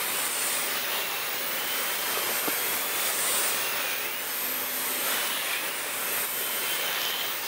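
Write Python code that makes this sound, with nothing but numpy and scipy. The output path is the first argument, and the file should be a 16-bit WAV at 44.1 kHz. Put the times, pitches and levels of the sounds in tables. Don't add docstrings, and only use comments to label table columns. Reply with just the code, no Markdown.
import sys
import numpy as np
from scipy import signal
from scipy.fft import rfft, irfft, next_fast_len
from scipy.io import wavfile
from scipy.ndimage import uniform_filter1d

SR = 44100
rng = np.random.default_rng(int(sys.argv[2]) if len(sys.argv) > 2 else 0)


def log_audio(samples):
    frames = np.atleast_2d(samples).T
    limited = np.clip(frames, -1, 1)
    pcm = np.round(limited * 32767).astype(np.int16)
    wavfile.write(sys.argv[1], SR, pcm)


def linear_from_db(decibels):
    return 10 ** (np.asarray(decibels, float) / 20)


N = 329427
TIME = np.arange(N) / SR

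# (time [s], suction [dB], gap under front lip [dB], weight on brush [dB])
SUCTION = [(0.0, -34.5, -4.5, -6), (0.87, -33.5, -3, -3.5), (0.94, -29, -6, -7.5), (1.39, -37, -4, -4),
           (2.21, -32, -6, -5.5), (2.93, -31.5, -8.5, -9), (3.08, -33.5, -1.5, -4), (3.89, -33, -5, -5),
           (4.14, -35, -7, -6.5), (4.76, -38.5, -6, -4), (5.14, -33, -2.5, -5), (5.91, -34.5, -6, -7.5),
           (6.18, -33, -8, -9), (6.32, -37, -6.5, -5.5), (6.95, -33, 0.5, -4.5), (7.2, -37.5, 3, -1.5),
           (7.41, -39, -5, -2), (7.47, -39, -2, 1)]
# (frequency [Hz], density [dB per Hz])
AIR_COLOUR = [(15, -60), (25, -30), (66, -23.5), (112, -15), (146, -11), (254, -5), (308, -5), (373, 0),
              (576, 1), (682, -8.5), (1190, -5.5), (2640, -7.5), (5060, -9.5), (6760, -11.5), (8000, -7.5),
              (10400, -38), (17600, -120)]
ROAR_EDGES_HZ = [20, 660, 1600, 2750, 4050]
# (usual level [dB], share of suction [dB/dB], share of gap [dB/dB], change at full stall [dB])
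ROAR_LAYERS = [
    (-43, 0.42, 0.19, -1),
    (-38, 0.73, 0.3, -1.5),
    (-36.5, 0.63, 0.28, 1),
    (-39, 0.64, 0.89, 2),
]
# (middle [s], dwell [s], level over usual rumble [dB])
DIRT_IN_HOSE = [(.6, .1, 2), (2.1, 0.34, 2), (2.8, 0.35, 0.5), (3.3, 0.26, 2), (5.0, .1, 1.5)]
# (middle [s], dwell [s], level over usual roar [dB])
BOOMS = [(.33, 0.3, 1), (3.35, .2, 0.5), (5.12, .1, 1.5), (6.93, .2, -0.5)]
# (middle [s], dwell [s], level over usual rush [dB])
GULPS = [(.97, .1, 2.5), (3.3, 0.2, 0.5), (5.36, 0.13, 2), (7.05, 0.36, 0)]
BRISTLE_EDGES_HZ = [4050, 7200]
# (frequency [Hz], density [dB per Hz])
JET_COLOUR = [(6800, -7), (8000, -4), (8900, 0), (9800, -3.5), (11200, -7), (11800, -7), (12300, -2),
              (12700, -2.5), (13400, 0), (14300, -2.5), (15000, .5), (15750, 3.5)]
JET_EDGES_HZ = [7200, 10000, 11800, 12500, 14200, 15200, 17000]
# (middle [s], dwell [s], level [dB])
LOW_JET = [(.08, 0.28, -39.5), (.4, 0.089, -29.5), (.62, .05, -39.5), (1.85, 0.23, -40), (2.25, 0.28, -38),
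           (2.65, 0.31, -37), (3.03, .1, -44), (3.28, 0.19, -29.5), (3.52, .05, -46), (4.32, .05, -38.5),
           (4.7, 0.37, -40.5), (5.03, .2, -37), (5.38, 0.29, -41.5), (6.0, 0.42, -37), (6.55, 0.41, -37)]
# (middle [s], dwell [s], level [dB])
MIDDLE_JET = [(.25, 0.44, -36), (.95, .4, -39), (1.85, .25, -39), (2.25, 0.3, -34.5), (2.63, 0.22, -33.5),
              (2.95, .2, -38), (3.27, .22, -35), (4.48, 0.24, -33), (4.8, .1, -38), (5.02, 0.14, -33),
              (5.52, .22, -40), (6.18, 0.29, -34), (6.5, 0.16, -34), (6.8, .15, -45), (7.06, 0.079, -35),
              (7.3, .2, -46.5)]
# (middle [s], dwell [s], level [dB])
TOP_JET = [(.32, .35, -37), (.72, .2, -30.5), (1.1, 0.42, -32.5), (1.67, .55, -31.5), (2.78, .22, -34),
           (3.2, .4, -32), (3.62, .25, -30.5), (4.05, 0.2, -30), (4.66, .05, -40), (5.27, .06, -32),
           (5.74, 0.092, -32.5), (6.22, .2, -38), (6.78, .17, -30.5), (7.35, 0.076, -29.5)]
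# (middle [s], dwell [s], level over usual hiss [dB])
SIDE_LEAK = [(.15, .4, 2), (2.72, .1, 1), (3.2, .1, 1), (4.8, .1, 4), (5.42, 0.24, 4), (6.72, .1, 2.5)]
# (time [s], blade rate [Hz])
TURBINE_SPEED = [(0, 3010), (.2, 2950), (.4, 2880), (.85, 2840), (1.32, 2835), (1.45, 2930), (1.66, 3052),
                 (2.0, 3115), (2.5, 3210), (2.82, 3410), (2.99, 3490), (3.1, 3250), (3.22, 3060),
                 (3.6, 2775), (3.75, 2720), (4.0, 2800), (4.1, 2960), (4.25, 3008), (4.73, 3380),
                 (5.15, 3020), (5.3, 2985), (5.6, 2940), (6.2, 2950), (6.37, 3105), (6.5, 3080),
                 (6.7, 3100), (7.05, 3085), (7.22, 3100), (7.33, 3270)]
# (time [s], hold [s], share of a full stall [0-1])
STALLS = [
    (1.12, 0, .28),
    (3.95, .07, .65),
    (5.52, 0, .98),
]
# (multiple of blade rate [ratio], trim [dB], unsteadiness [dB])
PARTIALS = [
    (1, -1, 1.0),
    (2, -2.5, 1.8),
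    (3.667, -.5, 1.8),
    (.69, -5, 3.0),
]
# (middle [s], dwell [s], level [dB])
BLADE_TONE = [(.2, .06, -43), (.37, .03, -46), (.75, .1, -50), (.97, .1, -42), (1.1, .12, -42),
              (1.23, .1, -41.5), (1.5, .1, -46), (1.78, .28, -41), (2.1, .28, -43.5), (2.4, .14, -49),
              (2.52, .04, -44.5), (2.65, .08, -42), (2.8, .2, -43.5), (2.98, .07, -43), (3.07, .06, -45),
              (3.67, .06, -41), (3.74, .04, -47.5), (3.81, .04, -41.5), (3.94, .12, -39.5),
              (4.04, .04, -48), (4.11, .07, -41.5), (4.17, .02, -46), (4.31, .06, -47.5), (4.75, .3, -47),
              (5.0, .1, -47), (5.2, .16, -45), (5.32, .05, -41), (5.49, .05, -41), (5.56, .05, -39.5),
              (5.66, .14, -42), (6.27, .03, -50), (6.48, .22, -41.5), (6.62, .06, -41.5), (6.7, .04, -37.5),
              (6.8, .14, -40.5), (6.92, .05, -38), (7.065, .03, -38), (7.11, .04, -34.5), (7.18, .07, -37),
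              (7.27, .06, -47)]
# (middle [s], dwell [s], level [dB])
OCTAVE = [(.8, .45, -58), (1.25, .03, -54), (2.1, .75, -52.5), (2.72, .3, -52), (2.86, .04, -48),
          (2.97, .04, -44), (3.07, .04, -46), (3.16, .1, -44.5), (3.25, .03, -44), (3.9, .03, -55),
          (4.76, .35, -53), (7.08, .04, -52), (7.15, .2, -59.5)]
# (middle [s], dwell [s], level [dB])
BELT = [(.72, .6, -50), (1.25, .3, -53.5), (2.75, .1, -50), (3.45, .14, -46), (3.65, .2, -50.5),
        (3.87, .1, -44.5), (3.98, .04, -47), (4.25, .05, -53), (5.22, .1, -48), (5.38, .18, -45),
        (5.52, .06, -46), (5.76, .16, -48), (6.05, .3, -51), (6.26, .08, -51), (6.9, .55, -53.5)]
# (middle [s], dwell [s], level [dB])
INLET = [(.52, 0.37, -45), (1.72, 0.31, -42.5), (6.62, 0.28, -42.5)]
# (time [s], tick level [dB])
SNAG = [(0, -40), (.9, -40), (1.02, -33), (1.04, -40), (6.86, -40), (6.92, -30), (7.0, -30), (7.11, -28),
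        (7.12, -42)]
# (time [s], peak level [dB])
HARD_TICKS = [(6.8604, -27), (6.8784, -27), (6.9296, -25), (6.9474, -28), (7.0165, -23), (7.0339, -26),
              (7.0514, -22), (7.0868, -24), (7.1048, -26)]
# (time [s], shaft level [dB], fan blade level [dB])
MOTOR = [(0, -53, -60), (.7, -49.5, -53), (1.3, -53, -56), (2, -51, -58), (2.7, -50, -54), (3.7, -51, -49),
         (4.05, -53, -50), (4.4, -55, -56), (4.8, -51, -50), (5.33, -52, -56), (5.5, -52, -50),
         (5.72, -52, -55), (6.05, -52, -49.5), (6.27, -52, -55), (6.7, -53, -51), (7, -62, -59),
         (7.47, -56, -56)]
# (time [s], share over usual speed [ratio])
MOTOR_LOAD = [(0, -.003), (1.3, -.002), (2.3, .002), (3.25, .002), (3.4, -.0035), (4.05, -.003), (4.3, 0),
              (5.2, 0), (5.45, -.002), (5.8, 0), (7.47, 0)]
# (middle [s], dwell [s], level [dB])
DRONE = [(.55, .4, -54), (1.75, .4, -57), (2.75, .4, -55.5), (4.75, .6, -55), (6.1, .25, -56)]
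# (time [s], frequency [Hz], level [dB])
HOSE_MOAN = [(1.05, 470, -66), (1.2, 480, -52), (1.4, 510, -50), (1.6, 532, -51), (1.7, 535, -66),
             (1.75, 535, -90)]
# (time [s], frequency [Hz], level [dB])
REAR_WHISTLE = [(3.17, 1600, -55), (3.19, 1670, -41), (3.215, 1800, -40), (3.25, 1930, -44),
                (3.285, 2010, -35.5), (3.31, 2000, -50), (3.33, 2000, -90)]
# (time [s], frequency [Hz], level [dB])
LIP_WHISTLE = [(3.15, 3450, -60), (3.29, 3610, -52), (3.33, 3650, -40), (3.37, 3740, -43),
               (3.45, 3800, -55), (3.5, 3800, -90)]
# (time [s], peak level [dB], ring [Hz], decay by 60 dB [s])
LUMPS = [(2.1733, -22, 415, .034), (2.2923, -23.5, 430, .03), (2.3052, -30, 450, .018),
         (2.3156, -27, 520, .022), (4.984, -33, 350, .04), (7.1, -33, 400, .04), (2.4761, -21.5, 320, .014),
         (2.4786, -26.5, 440, .016), (2.4829, -17.5, 272, .026), (2.4765, -32, 1150, .03),
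         (2.4831, -34, 1150, .02), (2.489, -33, 260, 0.07)]
# (time [s], depth [dB])
DUCKS = [(0.282, 3.5), (0.785, 1.5), (1.025, 2), (1.964, 0.6), (2.399, 1.5), (2.569, 0), (2.778, 2),
         (3.11, 3), (3.592, -0.5), (3.942, 2), (4.066, 2), (4.673, 1), (5.28, 2), (5.564, 1.5), (5.693, 3),
         (6.255, 2.5), (6.478, 1.5), (6.766, 2), (7.116, 2)]
PATCH_S = [.093, .209, .302, .325, .418, .488, .883, 1.324, 1.533, 1.904, 2.02, 2.067, 2.16, 2.253, 2.276,
           2.369, 2.74, 3.344, 3.507, 3.739, 3.785, 3.855, 4.203, 4.296, 4.319, 4.575, 4.969, 5.085, 5.108,
           5.55, 5.805, 6.014, 6.27, 6.502]
PATCH_EDGES = [196, 264, 320, 384, 448, 544, 608, 672, 732]
PATCH_CHANCE = [.1, .12, .14, .16, .1, .2, .2, .24]


def columns(table):
    s, *rest = np.transpose(table)
    return [np.interp(TIME, s, c) for c in rest]


def walk(rate):
    k = int(SR / rate)
    steps = np.repeat(rng.standard_normal(N // k + 1), k)
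    return 1.309 * uniform_filter1d(uniform_filter1d(steps, k), k)[:N]


def passes(table, floor_db, sweep_db_s):
    t = TIME[::64]
    power = 0
    for s, dwell, db in table:
        away = np.maximum(np.abs(t - s) - abs(dwell) / 2, 0)
        power = power + linear_from_db(db - sweep_db_s * away) ** 2
    return np.interp(TIME, t, 10 * np.log10(np.maximum(power, linear_from_db(floor_db) ** 2)))


def swells(table):
    return passes(table, 0, sweep_db_s=45)


def rush(colour, lo_hz, hi_hz, skirt):
    size = next_fast_len(N)
    pitch = np.log(np.arange(1, size // 2 + 2) * SR / size)
    hz, db = np.transpose(colour)
    above_lo = np.tanh((pitch - np.log(lo_hz)) / skirt)
    above_hi = np.tanh((pitch - np.log(hi_hz)) / skirt)
    gain = linear_from_db(np.interp(pitch, np.log(hz), db)) * np.sqrt((above_lo - above_hi) / 2)
    x = irfft(rfft(rng.standard_normal(size)) * gain, size)[:N]
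    return x / np.std(x)


def turbulence(levels, edges, colour, skirt, gust_db, flicker_db):
    bands = zip(levels, edges, edges[1:])
    return sum(linear_from_db(db + gust_db + flicker_db * walk(18)) * rush(colour, lo, hi, skirt) for db, lo, hi in bands)


def tone(hz, db, drift, flutter_db, rate):
    phase = 2 * np.pi * np.cumsum(hz * (1 + drift * walk(rate))) / SR
    return np.sqrt(2) * linear_from_db(db + flutter_db * walk(rate)) * np.sin(phase)


def stall():
    bog_s, free_s = .128, .162
    depth = 0
    for s, hold, share in STALLS:
        away = np.maximum(np.abs(TIME - s) - hold / 2, 0)
        depth = depth + share * np.exp(-(away / np.where(TIME < s, bog_s, free_s)) ** 2)
    return depth


def air_roar(suction, gap, seal):
    hose, mouth, throat, rotor = [db + a * suction + b * gap + c * stall() for db, a, b, c in ROAR_LAYERS]
    levels = [hose + swells(DIRT_IN_HOSE), mouth + swells(BOOMS), throat, rotor + swells(GULPS)]
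    return turbulence(levels, ROAR_EDGES_HZ, AIR_COLOUR, skirt=0.066, gust_db=.5 * seal, flicker_db=0.082)


def bristles(suction, weight, low_jet, seal):
    level = -40 + 0.8 * suction + 0.88 * weight + 0.21 * (low_jet - low_jet.mean())
    return turbulence([level], BRISTLE_EDGES_HZ, AIR_COLOUR, skirt=0.026, gust_db=0.53 * seal, flicker_db=0.37)


def fringe(jet, full_db, trim_db):
    return full_db + trim_db + 1.2 * (jet - full_db)


def leaks(suction, low, middle, top, seal):
    side = -43.5 + 0.69 * suction + swells(SIDE_LEAK)
    levels = [low, side, fringe(middle, -33, -6.5), middle - 1.2, fringe(top, -28, -5.5), top - 2.2]
    return turbulence(levels, JET_EDGES_HZ, JET_COLOUR, skirt=0.041, gust_db=.5 * seal, flicker_db=0.36)


def standing_waves(x, ripple_db, width=3, frames=9):
    cells = signal.stft(x, nperseg=1024)[2]
    ripple = rng.standard_normal(cells.shape)
    ripple = uniform_filter1d(uniform_filter1d(ripple, width, axis=0), frames, axis=1)
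    y = signal.istft(cells * linear_from_db(ripple_db * ripple / ripple.std()), nperseg=1024)[1][:N]
    return y * np.std(x) / np.std(y)


def airflow():
    seal = walk(14)
    suction, gap, weight = np.array(columns(SUCTION)) - [[-34.5], [-4.5], [-5]]
    beams = zip((LOW_JET, MIDDLE_JET, TOP_JET), (-43.5, -42.5, -40))
    low, middle, top = (passes(jet, off_beam_db, sweep_db_s=41.5) for jet, off_beam_db in beams)
    air = air_roar(suction, gap, seal) + bristles(suction, weight, low, seal)
    return standing_waves(air + leaks(suction, low, middle, top, seal), ripple_db=1.5)


def blade_rate():
    return columns(TURBINE_SPEED)[0] - 550 * stall()


def turbine():
    hz = blade_rate() * (1 + .008 * stall() * walk(60))
    beams = zip((BLADE_TONE, OCTAVE, BELT, INLET), (-57, -66, -60, -66))
    levels = [passes(table, faint_db, sweep_db_s=150) for table, faint_db in beams]
    tones = [tone(k * hz, db + trim_db, 0.002, flutter_db, 30)
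             for db, (k, trim_db, flutter_db) in zip(levels, PARTIALS)]
    blur = (linear_from_db(-10) + .75 * stall()) * walk(300)
    return sum(tones) + blur * tones[0]


def brush():
    blades_per_turn, tick_s = 54.1, 7.087
    turns = np.cumsum(blade_rate()) / SR / blades_per_turn
    turns -= turns[int(tick_s * SR)]
    grain = rush([(800, -2), (3000, -7), (5500, 0), (9000, -10)], 900, 7500, .15)
    scratch = np.exp(-(turns % 1) / 0.065) * grain
    hard = sum(linear_from_db(db - 1.5) * (TIME >= s) * np.exp(-np.abs(TIME - s) / .0018) for s, db in HARD_TICKS)
    hard_grain = rush([(1200, 1), (2200, -8), (3800, -6), (4500, 0), (9000, -3)], 950, 6600, .08)
    return linear_from_db(columns(SNAG)[0] + 1.4 * walk(57)) * scratch + hard * hard_grain


def motor():
    shaft_hz, blades, mains_hz, drone_hz = 585.1, 11, 120, 255
    shaft_db, fan_db = columns(MOTOR)
    hz = shaft_hz * (1 + columns(MOTOR_LOAD)[0] + .0004 * walk(2.5))
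    hum = tone(np.full(N, float(mains_hz)), -65.5, 0, 1.6, 2.1)
    drone = tone(np.full(N, float(drone_hz)), passes(DRONE, -70, sweep_db_s=45), 0.012, 2.5, 2.8)
    shaft = tone(hz, shaft_db - .5, 0.0007, 1.5, 8)
    fan = tone(blades * hz, fan_db - 2.5, .0008, 2.2, 9)
    return shaft + fan + hum + drone


def moan_and_whistles():
    curves = (HOSE_MOAN, REAR_WHISTLE, LIP_WHISTLE)
    return sum(tone(*columns(curve), .006, 1.9, 40) * (TIME > curve[0][0]) for curve in curves)


def dirt():
    out, t = np.zeros(N), TIME[:SR // 8]
    press = np.exp(-t / .00045)
    for s, db, hz, t60 in LUMPS:
        cycles = hz * t + .38 * (1 - press)
        decay = np.exp(-np.log(1000) * t / t60)
        i = int(s * SR)
        out[i:i + len(t)] += linear_from_db(db) * (1 + 1.3 * press) * np.sin(2 * np.pi * cycles) * decay
    return signal.sosfilt(signal.butter(2, 110, "high", fs=SR, output="sos"), out)


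def scene():
    mono = airflow() + turbine() + brush() + motor() + moan_and_whistles() + dirt()
    return np.array([mono, mono])


def gain_control():
    recover_s = 0.18
    return linear_from_db(-sum(db * (TIME >= s) * np.exp(-np.abs(TIME - s) / recover_s) for s, db in DUCKS))


def noise_patches(x):
    frame, offset = 1024, 981
    out = x.copy()
    n = np.arange(2 * frame)
    window = np.sin(np.pi * (n + .5) / 2 / frame)
    picks = rng.random((len(PATCH_S), len(PATCH_EDGES) - 1))
    picks = (picks < PATCH_CHANCE) | (picks == picks.min(axis=1, keepdims=True))
    for moment, b in np.argwhere(picks):
        lo, hi = PATCH_EDGES[b:b + 2]
        start = offset + frame * round((PATCH_S[moment] * SR - offset) / frame - 1)
        phase = np.pi / frame * np.outer(np.arange(lo, hi) + .5, n + .5 + frame / 2)
        waves = np.sqrt(2 / frame) * window * np.cos(phase)
        band = out[:, start:start + 2 * frame] @ waves.T
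        noise = rng.standard_normal((2, hi - lo))
        out[:, start:start + 2 * frame] += (noise * np.std(band) / np.std(noise) - band) @ waves
    return out


def band_limit(x):
    return signal.sosfilt(signal.butter(12, 16150, fs=SR, output="sos"), x)


def record(dry):
    size = next_fast_len(N)
    below_top = np.arange(size // 2 + 1) * SR / size < 15735
    mix = irfft(rfft(dry * gain_control(), size) * below_top, size)[:, :N]
    mix = noise_patches(mix)
    return band_limit(mix)


dry = scene()
out = record(dry)
log_audio(out)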